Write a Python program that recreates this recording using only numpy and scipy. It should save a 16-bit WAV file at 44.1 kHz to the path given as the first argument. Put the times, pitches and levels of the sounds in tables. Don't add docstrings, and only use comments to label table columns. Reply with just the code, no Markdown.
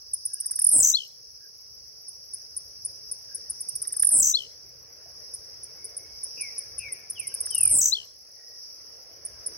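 import sys
import numpy as np
from scipy import signal
from scipy.fft import rfft, irfft
from scipy.io import wavfile
from scipy.ndimage import uniform_filter1d

SR = 44100
rng = np.random.default_rng(int(sys.argv[2]) if len(sys.argv) > 2 else 0)


def unload_wav(signal):
    wavfile.write(
        sys.argv[1],
        SR,
        np.round(np.clip(np.atleast_2d(signal).T, -1, 1) * 32767).astype(np.int16),
    )


N = 422037


def amp(db):
    return 10 ** (np.asarray(db) / 20)


def evened(x):
    return x / np.sqrt(np.mean(x ** 2) + 1e-20)


def sides(pan_db):
    return amp(np.array([[.5], [-.5]]) * pan_db)


def add(mix, s, sound):
    part = mix[:, round(s * SR):][:, :sound.shape[-1]]
    part += sound[..., :part.shape[1]]


def traced(rows, stretch=1):
    s, *columns = np.transpose(rows)
    t = np.arange(s[0], s[-1], 1 / SR / stretch)
    return t, *(np.interp(t, s, c) for c in columns)


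# turn t/s, level/dB, left-right/dB by the head's turn (before the ports)
TICKS = [(0.1372, -20.0, 1), (0.2567, -20, 1.5), (0.338, -22.5, 2.0), (0.4059, -21.5, -1),
         (0.463, -20.5, 0), (0.5135, -21, -3.0), (0.56, -21.5, -3.5), (0.594, -16.5, -1),
         (0.621, -16, -0.5), (0.646, -11, -2.5), (0.6696, -10.5, -5), (0.692, -12, -1.5),
         (2.0845, -35, -0.5), (2.3378, -29.5, 2), (2.568, -26.5, 3.5), (2.852, -25, 2.5), (3.116, -26.5, 4),
         (3.35, -27.5, 5), (3.5015, -24.5, 3), (3.609, -26.0, 1), (3.69, -24, -5), (3.758, -21.5, -3.5),
         (3.822, -21.5, -0.5), (3.8764, -23, -7), (3.928, -22, -1.5), (3.969, -22, 3.5),
         (3.999, -16.5, -2.0), (4.0258, -13.5, -5), (4.0498, -12.5, -1), (4.072, -13, -7.5),
         (4.0916, -14.5, 1), (5.3406, -30.5, 2), (5.635, -34.5, 0), (5.8466, -32, 2.5), (5.969, -29.5, 2),
         (6.236, -27.5, -0.5), (6.412, -26.5, 0), (6.5832, -26.5, 2.5), (6.7839, -27.5, 5),
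         (6.925, -27, 2.5), (7.1029, -26, 2.5), (7.1981, -27, -6), (7.274, -24, -2), (7.345, -22, 4),
         (7.409, -19.5, -2), (7.461, -24.5, -3), (7.509, -26, 8), (7.551, -16.5, 4.5), (7.583, -16.5, 1),
         (7.6105, -14, 2.5), (7.634, -12.5, -1), (7.6557, -11.5, -2), (7.6768, -13.5, 2), (9.2528, -29, -1),
         (9.4647, -25, 0)]
# start t/s, tempo stretch, level/dB, pause before the low notes/s
ENDINGS = [(.704, 1.001, -.1, .0005), (4.101, 1.003, -.6, .004), (7.688, .999, -1.5, -.001)]


def singer():
    out = np.zeros((2, N))
    starts = np.append(np.transpose(ENDINGS)[0], N / SR + 1)
    for s, db, pan_db in TICKS:
        fall_s, sound = tick(db, pan_db, starts[starts > s][0] - s)
        add(out, s - fall_s, sound)
    for start, stretch, db, pause_s in ENDINGS:
        add(out, start, buzz(stretch, db))
        add_swoops(out, start, stretch, db)
        add_sweeps(out, start, stretch, db)
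        add_notes(out, start, stretch, db, HELD)
        add_notes(out, start + pause_s, stretch, db, low_notes())
    return out


# t/s, lowest f/Hz, highest f/Hz, drop/s, climb/s, extra level at the turn/dB
APPROACH = [(0, 9250, 11600, .0033, .0045, 3), (.04, 9150, 12000, .0038, .005, 1.5),
            (.08, 8950, 12500, .0042, .0057, -4), (.18, 8650, 12400, .005, .0062, -4),
            (.35, 8800, 12400, .0053, .0072, -13), (.5, 9100, 12000, .004, .010, -1.5),
            (1, 9220, 11600, .0034, .014, 2.5)]
# place (-1 start, 0 turn, 1 end), level/dB
TICK_SHAPE = [(-1, -26), (-.75, -4), (-.4, 0), (.6, 1), (.85, -5), (1, -30)]
LEAD_RAD, LEAD_RAD_PER_DB = .4, -.15
BARS_SHARE, BARS_MAX_S = .27, .0016


def tick(db, pan_db, left_s):
    s, *columns = np.transpose(APPROACH)
    low_hz, top_hz, fall_s, climb_s, turn_db = (np.interp(left_s, s, c) for c in columns)
    t = np.arange(-fall_s, climb_s, 1 / SR)
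    u = np.where(t < 0, t / fall_s, t / climb_s)
    hz = low_hz + (top_hz - low_hz) * abs(u) ** 2.3
    shape_db = np.interp(u, *np.transpose(TICK_SHAPE)) + turn_db * np.clip(1 - 2 * abs(u), 0, 1)
    sound = syrinx(hz, amp(db + shape_db))
    sound = signal.hilbert(np.append(sound, np.zeros(99)))
    lead_rad = LEAD_RAD + LEAD_RAD_PER_DB * pan_db
    turned = (sound * np.exp(.5j * np.array([[1], [-1]]) * lead_rad)).real
    share = BARS_SHARE * np.clip(1 - left_s, .2, 1)
    back = np.array([np.roll(v, round(BARS_MAX_S * SR * rng.uniform(.2, 1))) for v in turned])
    return fall_s, sides(pan_db) * (turned + share * back) / np.sqrt(1 + share ** 2)


# t/s into the ending, centre f/Hz, swing f/Hz, level/dB, mean wobbles per s
BUZZ = [(0, 10300, 900, -30, 300), (.012, 10200, 1400, -21, 315), (.025, 9800, 1150, -17, 312),
        (.045, 9400, 950, -15, 310), (.071, 9100, 1100, -17.5, 270)]
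RATE_JITTER = .08


def buzz(stretch, db):
    t, centre_hz, swing_hz, level_db, rate = traced(BUZZ, stretch)
    rate = rate * (1 + RATE_JITTER * evened(uniform_filter1d(rng.standard_normal(len(t)), size=100)))
    wobble = np.cos(2 * np.pi * (np.cumsum(rate) / SR + rng.random()))
    return syrinx(centre_hz + swing_hz * wobble, amp(db + level_db + rasp_db(t) - 3.5 * wobble))


# t/s into the ending, length/s, top f/Hz
SWOOPS = [(.0715, .008, 11600), (.0795, .0075, 11600), (.087, .012, 10800)]
SWOOP_BASE_HZ, SWOOP_RISE_SHARE = 7900, .6
SWOOP_BASE_DB, SWOOP_DB_PER_KHZ = -10.5, -3.4


def add_swoops(out, start, stretch, db):
    for s, length_s, top_hz in SWOOPS:
        up = np.interp(np.linspace(0, 1, round(length_s * SR)), [0, SWOOP_RISE_SHARE, 1], [0, 1, 0])
        above_hz = (top_hz - SWOOP_BASE_HZ) * uniform_filter1d(up, size=30)
        level_db = db + SWOOP_BASE_DB + SWOOP_DB_PER_KHZ * above_hz / 1000
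        add(out, start + s * stretch, syrinx(SWOOP_BASE_HZ + above_hz, amp(level_db)))


# t/s, f/Hz, relative level/dB
LOW_VOICE = [(0, 8100, -3), (.006, 6800, -4), (.0105, 5750, -3), (.0135, 6150, -1), (.0165, 5950, -5)]
HIGH_VOICE = [(.003, 8300, -8), (.008, 7600, -4), (.010, 6500, 2), (.0125, 6150, 3.5), (.0155, 6000, 1),
              (.0172, 5900, -20)]
SWEEP_COUNT, SWEEP_START_S, SWEEP_GAP_S = 8, .1182, .0135
LOW_DB, LOW_FADE_DB = -17.5, -14
HIGH_DB, HIGH_FADE_DB, HIGH_FADE_POWER = -18.5, -10, 5
SWEEP_JITTER_DB = 1.5


def add_sweeps(out, start, stretch, db):
    for k in range(SWEEP_COUNT):
        late = k / (SWEEP_COUNT - 1)
        low_db = LOW_DB + LOW_FADE_DB * late
        high_db = HIGH_DB + HIGH_FADE_DB * late ** HIGH_FADE_POWER
        for voice, voice_db in ((LOW_VOICE, low_db), (HIGH_VOICE, high_db)):
            t, hz, level_db = traced(voice)
            level_db = level_db + rasp_db(t) + SWEEP_JITTER_DB * rng.standard_normal()
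            sweep = syrinx(uniform_filter1d(hz, size=40), amp(db + voice_db + level_db))
            add(out, start + (SWEEP_START_S + k * SWEEP_GAP_S) * stretch + t[0], sweep)


RASP_DB = 2.1


def rasp_db(t):
    return RASP_DB * evened(np.convolve(rng.standard_normal(len(t)), np.hanning(90), "same"))


# t/s into the ending, length/s, middle f/Hz, rise f/Hz, level/dB, peak place 0-1
HELD = [(.097, .010, 7350, 500, -14, .4), (.099, .015, 8000, 60, -14, .5), (.112, .008, 8000, 30, -16, .5)]


def add_notes(out, start, stretch, db, rows):
    for s, length_s, middle_hz, rise_hz, level_db, peak in rows:
        u = np.linspace(0, 1, round(length_s * SR))
        swell = np.sin(np.pi * np.interp(u, [0, peak, 1], [0, .5, 1]))
        sound = syrinx(middle_hz + rise_hz * (u - .5), amp(db + level_db) * abs(swell) ** 2)
        add(out, start + s * stretch, sound)


# t/s into the ending, length/s, middle f/Hz, rise f/Hz, level/dB, peak place 0-1
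RISING = (.228, .029, 4070, 900, -13, .75)
RUN_COUNT, RUN_SETTLE_NOTES = 7, 1.6
RUN_START_S, RUN_GAP_S, RUN_LINGER_S = .26, .0142, .009
RUN_NOTE_S, RUN_LONGER_S = .011, .004
RUN_LOW_HZ, RUN_SINK_HZ, RUN_RISE_HZ = 2960, 470, 380
RUN_DB, RUN_DB_PER_NOTE = -20.5, -4.2


def low_notes():
    rows = [RISING]
    for k in range(RUN_COUNT):
        fresh = np.exp(-k / RUN_SETTLE_NOTES)
        s = RUN_START_S + RUN_GAP_S * k + RUN_LINGER_S * (1 - fresh)
        length_s = RUN_NOTE_S + RUN_LONGER_S * fresh
        middle_hz = RUN_LOW_HZ + RUN_SINK_HZ * fresh
        rows.append((s, length_s, middle_hz, RUN_RISE_HZ, RUN_DB + RUN_DB_PER_NOTE * k, .5))
    return rows


OCTAVE_MAX_DB = -11.5


def syrinx(hz, level):
    phase = 2 * np.pi * (np.cumsum(hz) / SR + rng.random())
    weight = np.clip(10 - hz / 1000, 0, 1) * np.clip(hz / 3000 - 1.6, .05, 1)
    octave = amp(OCTAVE_MAX_DB) * weight * np.sin(2 * phase)
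    return level * (np.sin(phase) + octave) * signal.windows.tukey(len(hz), 60 / len(hz))


# t/s, level/dB, pitch factor
HOPS = [(0.5166, -35, .97), (0.589, -26, 1.04), (3.8522, -32.5, 1.12), (3.9405, -31.5, 1.06),
        (4.034, -18, 1.04), (4.11, -32, 1), (6.884, -32, 1.1), (7.4704, -28.5, 0.99), (7.66, -26.5, 0.82)]
# f/Hz at pitch factor 1, level/dB, t60/s
PERCH = [(1674, -4.5, 0.011), (3380, -11, 0.0049)]
RATTLE_COUNT, RATTLE_SPAN_S, RATTLE_MIN_DB = 14, .28, -47


def hops():
    out, t = np.zeros((2, N)), np.arange(2000) / SR
    rattles = []
    for start, *_ in ENDINGS:
        for a, b, c in rng.random((RATTLE_COUNT, 3)):
            rattles.append((start - RATTLE_SPAN_S * a, RATTLE_MIN_DB + 8 * b, .6 + .7 * c))
    for s, db, pitch in HOPS + rattles:
        ring = sum(amp(d - 60 * t / t60) * np.sin(2 * np.pi * hz * pitch * t) for hz, d, t60 in PERCH)
        add(out, s, amp(db) * ring * np.minimum(t / 0.00054, 1))
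    return out


# t/s, length/s, first f/Hz, f/Hz sunk towards, sinking time/s, peak level/dB, time to peak/s,
# fade/(dB/s), burr depth 0-1
WHISTLES = [(6.36, .33, 2620, 1550, .13, -38, .09, -400, .9),
            (6.78, .31, 2620, 1550, .135, -37, .095, -350, 1),
            (7.15, .125, 3600, 1900, .055, -40, .03, -110, 0),
            (7.497, .245, 3280, 1500, .25, -38.5, .05, -90, 0)]
WHISTLE_START_DB, WHISTLE_TRAIL_DB = -20, -31
BURR_HOLD_S, BURR_FULL_S, BURR_SWING_HZ = .036, .052, 135
BURR_START_PER_S, BURR_SLOWING_PER_S2 = 148, 400


def far_bird():
    out = np.zeros((2, N))
    for s, length_s, first_hz, low_hz, sink_s, db, peak_s, fade_db, depth in WHISTLES:
        t = np.arange(0, length_s, 1 / SR)
        falling_s = np.logaddexp(0, (t - depth * BURR_HOLD_S) / .007) * .007
        burr = depth * np.clip(2 - t / BURR_FULL_S, 0, 1)
        turn = 2 * np.pi * (BURR_START_PER_S - BURR_SLOWING_PER_S2 / 2 * t) * t
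        hz = low_hz + (first_hz - low_hz) * np.exp(-falling_s / sink_s) + BURR_SWING_HZ * burr * np.cos(turn)
        rise_db = WHISTLE_START_DB * (1 - t / peak_s) ** 2
        decay_db = np.maximum(fade_db * (t - peak_s), WHISTLE_TRAIL_DB)
        level = amp(db + np.where(t < peak_s, rise_db, decay_db))
        throb = np.exp(.5 * burr * np.sin(turn))
        tone = np.sin(2 * np.pi * np.cumsum(hz) / SR) * signal.windows.tukey(len(t), .1)
        add(out, s, sides(3.8) * level * throb * tone)
    return out


# t/s, length/s, f/Hz, rms level/dB
FAINT = [(0.28, 0.14, 1630, -72), (3.277, 0.12, 1615, -67.5), (5.048, 0.068, 690, -62.5),
         (5.7, 0.58, 2190, -69), (8.323, 0.31, 1900, -70), (1.395, 0.1, 1630, -68.5),
         (0.37, 0.054, 2860, -73), (7.305, 0.075, 1620, -64), (7.293, 0.037, 3000, -64),
         (7.538, 0.024, 3700, -61)]


def faint_tones():
    out = np.zeros((2, N))
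    for s, length_s, hz, db in FAINT:
        gate = signal.windows.tukey(round(length_s * SR), .5)
        add(out, s, amp(db) * wing(hz, 90, gate))
    return out


# t/s, level/dB
CICADAS_DB = [(0.0, -47.5), (0.61, -40), (1.12, -48), (3.76, -42.5), (4.931, -49.5), (5.25, -44),
              (6.02, -46.5), (6.4, -39), (7.06, -48.5), (7.509, -39), (8.15, -51), (8.42, -48.5),
              (8.64, -43), (9.17, -49.5), (9.57, -42.5)]
# f/Hz, relative density/dB
CICADAS = [(2350, -40.5), (4000, -34.5), (4560, -17.5), (4950, 1), (5210, 4), (5400, -3.5), (5560, 3.5),
           (5960, -4.5), (6280, -30), (6640, -20), (7060, -72), (7400, -73)]


def cicadas():
    return wash(CICADAS, CICADAS_DB, -0.23, -0.55, 0.92, 0.8, size=512)


# t/s, phrases sung so far
PHRASES = [(0, .06), (6, 44.9), (7, 52.15), (9.6, 71.35)]
# f/Hz, width/Hz, level/dB
WING_TONES = [(5800, 60, -60), (11800, 66, -70)]
# f/Hz, width/Hz, level/dB
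TRILL = [(10100, 150, -76), (10900, 150, -77)]
TRILL_PER_S = 46
# f/Hz, width/Hz, level/dB
THIN = [(4420, 160, -71), (6410, 98, -72.5)]


def katydids():
    t = np.arange(N) / SR
    phrase = np.interp(t, *np.transpose(PHRASES))
    into_s = ((phrase + .5) % 1 - .5) / 7.4
    pulses = ((-.043, -8), (-.012, -0.5), (.021, 1))  # t/s, level/dB
    gate = sum(amp(db) * np.exp(-((into_s - s) / 0.011) ** 2) for s, db in pulses)
    phrased = sides(-2.0) * sum(amp(db) * wing(hz, width, gate) for hz, width, db in WING_TONES)
    swell = amp(4 * sum(np.sin(2 * np.pi * (f * t + rng.random())) for f in (.31, .7, 1.3)))
    trill_gate = swell * np.sin(np.pi * TRILL_PER_S * t) ** 4
    trill = sum(amp(db) * wing(hz, width, trill_gate) for hz, width, db in TRILL)
    thin = sum(amp(db) * wing(hz, width, np.ones(N)) for hz, width, db in THIN)
    return phrased + trill + thin


def wing(hz, width_hz, gate):
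    a, b = rng.standard_normal((2, 2, len(gate)))
    drift = signal.lfilter(*signal.butter(2, width_hz / 2, fs=SR), a + 1j * b)
    carrier = np.exp(2j * np.pi * hz * np.arange(len(gate)) / SR)
    return evened(gate * ((drift + .5 * drift[::-1]) * carrier).real)


# t/s, level/dB
TOWN_DB = [(0, -70.5), (1.199, -70), (3.6, -62.5), (4.6, -63.5), (5.499, -59.5), (7.599, -58.5), (8.2, -68),
           (9.57, -55.5)]
# f/Hz, relative density/dB
TOWN = [(88, -53.5), (150, -21.5), (317, -8), (486, 0), (894, -13.5), (1430, -14), (2200, -14),
        (2940, -21.5), (4100, -30), (5330, -51.5)]


def town():
    return wash(TOWN, TOWN_DB, 0.36, 2.7, 2.16, 0.56, size=1024)


# t/s, level/dB
WIND_DB = [(0, -68), (1.301, -71), (3.3, -63.5), (3.8, -63), (4.602, -66), (7.1, -63), (7.399, -63.5),
           (7.751, -49.5), (8.097, -73), (8.9, -71.5), (9.57, -59.5)]
# f/Hz, relative density/dB
WIND = [(28, -58), (45, -28), (62, 4), (120, 1), (220, -12.5), (400, -56)]


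def wind():
    return wash(WIND, WIND_DB, 0.93, -.6, 2.6, 1.1, size=2048)


# f/Hz, relative density/dB
HISS = [(9000, -74.5), (9800, 8), (10500, 4.5), (11400, 6.5), (12200, 6.5), (13000, -8), (13300, -28)]
# t/s, level/dB
TOP_DB = [(0, -72.5), (9.57, -73)]
# f/Hz, relative density/dB
TOP = [(13300, -50), (13900, -27.5), (14300, -23), (15000, -0.5), (16000, -9.5)]


def hiss():
    upper = amp(-20.0) * wash(HISS, CICADAS_DB, 0.028, -0.75, 1.5, 0.55, size=512)
    return upper + wash(TOP, TOP_DB, .2, -2.5, 1.1, 0.55, size=512)


def wash(shape, curve, same, pan_db, patchy_db, flicker_db, size):
    frames, hz = 4 * N // size + 5, np.fft.rfftfreq(size, 1 / SR)
    a, b, c, d, patches = rng.standard_normal((frames, len(hz), 5)).T
    flicker = evened(uniform_filter1d(patches[0], size=3))
    patches = evened(uniform_filter1d(uniform_filter1d(patches, size=6, axis=0), size=12, axis=1))
    f, db = np.transpose(shape)
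    colour_db = np.interp(np.log(hz + 1), np.log(f), db, -99, -99)[:, None]
    left = a + 1j * b
    right = same * left + np.sqrt(1 - same ** 2) * (c + 1j * d)
    z = np.array([left, right]) * amp(colour_db + patchy_db * patches + flicker_db * flicker)
    noise = evened(signal.istft(z, nperseg=size, noverlap=3 * size // 4)[1][:, :N])
    return noise * sides(pan_db) * amp(np.interp(np.arange(N) / SR, *np.transpose(curve)))


WALLS = (.112, .138, .16)
NEAR_DB, NEAR_T60_S = 12, .1


def yard(x, early_db, tail_db, t60, scatter_hz, walls_db):
    t = np.arange(SR // 2) / SR
    taps = rng.choice([-1., 1.], (2, len(t))) * (rng.random((2, len(t))) < .05)
    decay = amp(-60 * t / t60) + amp(NEAR_DB - 60 * t / NEAR_T60_S)
    tail = taps * decay * (t > .004)
    reply = amp(tail_db) * tail / np.linalg.norm(tail, axis=1, keepdims=True)
    for delay_s, db in [(.0011, -3), (.0045, -13), (.0118, -17)]:
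        reply[[0, 1], round(delay_s * SR) + rng.integers(0, 9, 2)] += amp(early_db + db)
    reply = signal.lfilter(*signal.butter(2, scatter_hz, "high", fs=SR), reply)
    for delay_s in WALLS:
        reply[[0, 1], round(delay_s * SR) + rng.integers(0, 60, 2)] += amp(walls_db)
    reply[:, 0] = 1
    return signal.fftconvolve(x, reply, axes=1)[:, :N]


# f/Hz, left-right/dB, phase the left leads/rad
PORTS = [(1500, 3, 2.1), (3200, 6, 2.7), (4200, 10, 1.9), (6200, 1.1, -.2), (8200, -.5, .2),
         (9500, -.3, 1.1), (15000, 1.1, .3)]


def ports(x):
    hz, (f, db, lead_rad) = np.fft.rfftfreq(N, 1 / SR), np.transpose(PORTS)
    half = np.array([[.5], [-.5]])
    shade = amp(half * np.interp(hz, f, db))
    return irfft(rfft(x) * shade * np.exp(1j * half * np.interp(hz, f, lead_rad)), N)


def scene():
    near = singer() + hops()
    cage = ports(yard(near, early_db=-0.5, tail_db=-13.5, t60=0.46, scatter_hz=4790, walls_db=-43.5))
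    whistles = yard(far_bird(), early_db=-18.5, tail_db=-4.5, t60=1.0, scatter_hz=1190, walls_db=-20.5)
    return cage + whistles + faint_tones() + cicadas() + katydids() + town() + wind() + hiss()


EDGE_HZ = 16000


def record(dry):
    ringing = signal.sosfilt(signal.butter(2, [7200, 8700], "band", fs=SR, output="sos"), dry)
    rumble = signal.sosfilt(signal.butter(2, [70, 1900], "band", fs=SR, output="sos"), ringing ** 2)
    bent = dry + np.array([[.3], [1.05]]) * rumble
    lowpass = signal.firwin(511, EDGE_HZ, window=("kaiser", 9), fs=SR)
    return signal.oaconvolve(bent, lowpass[None], "same")


dry = scene()
out = record(dry)
unload_wav(out)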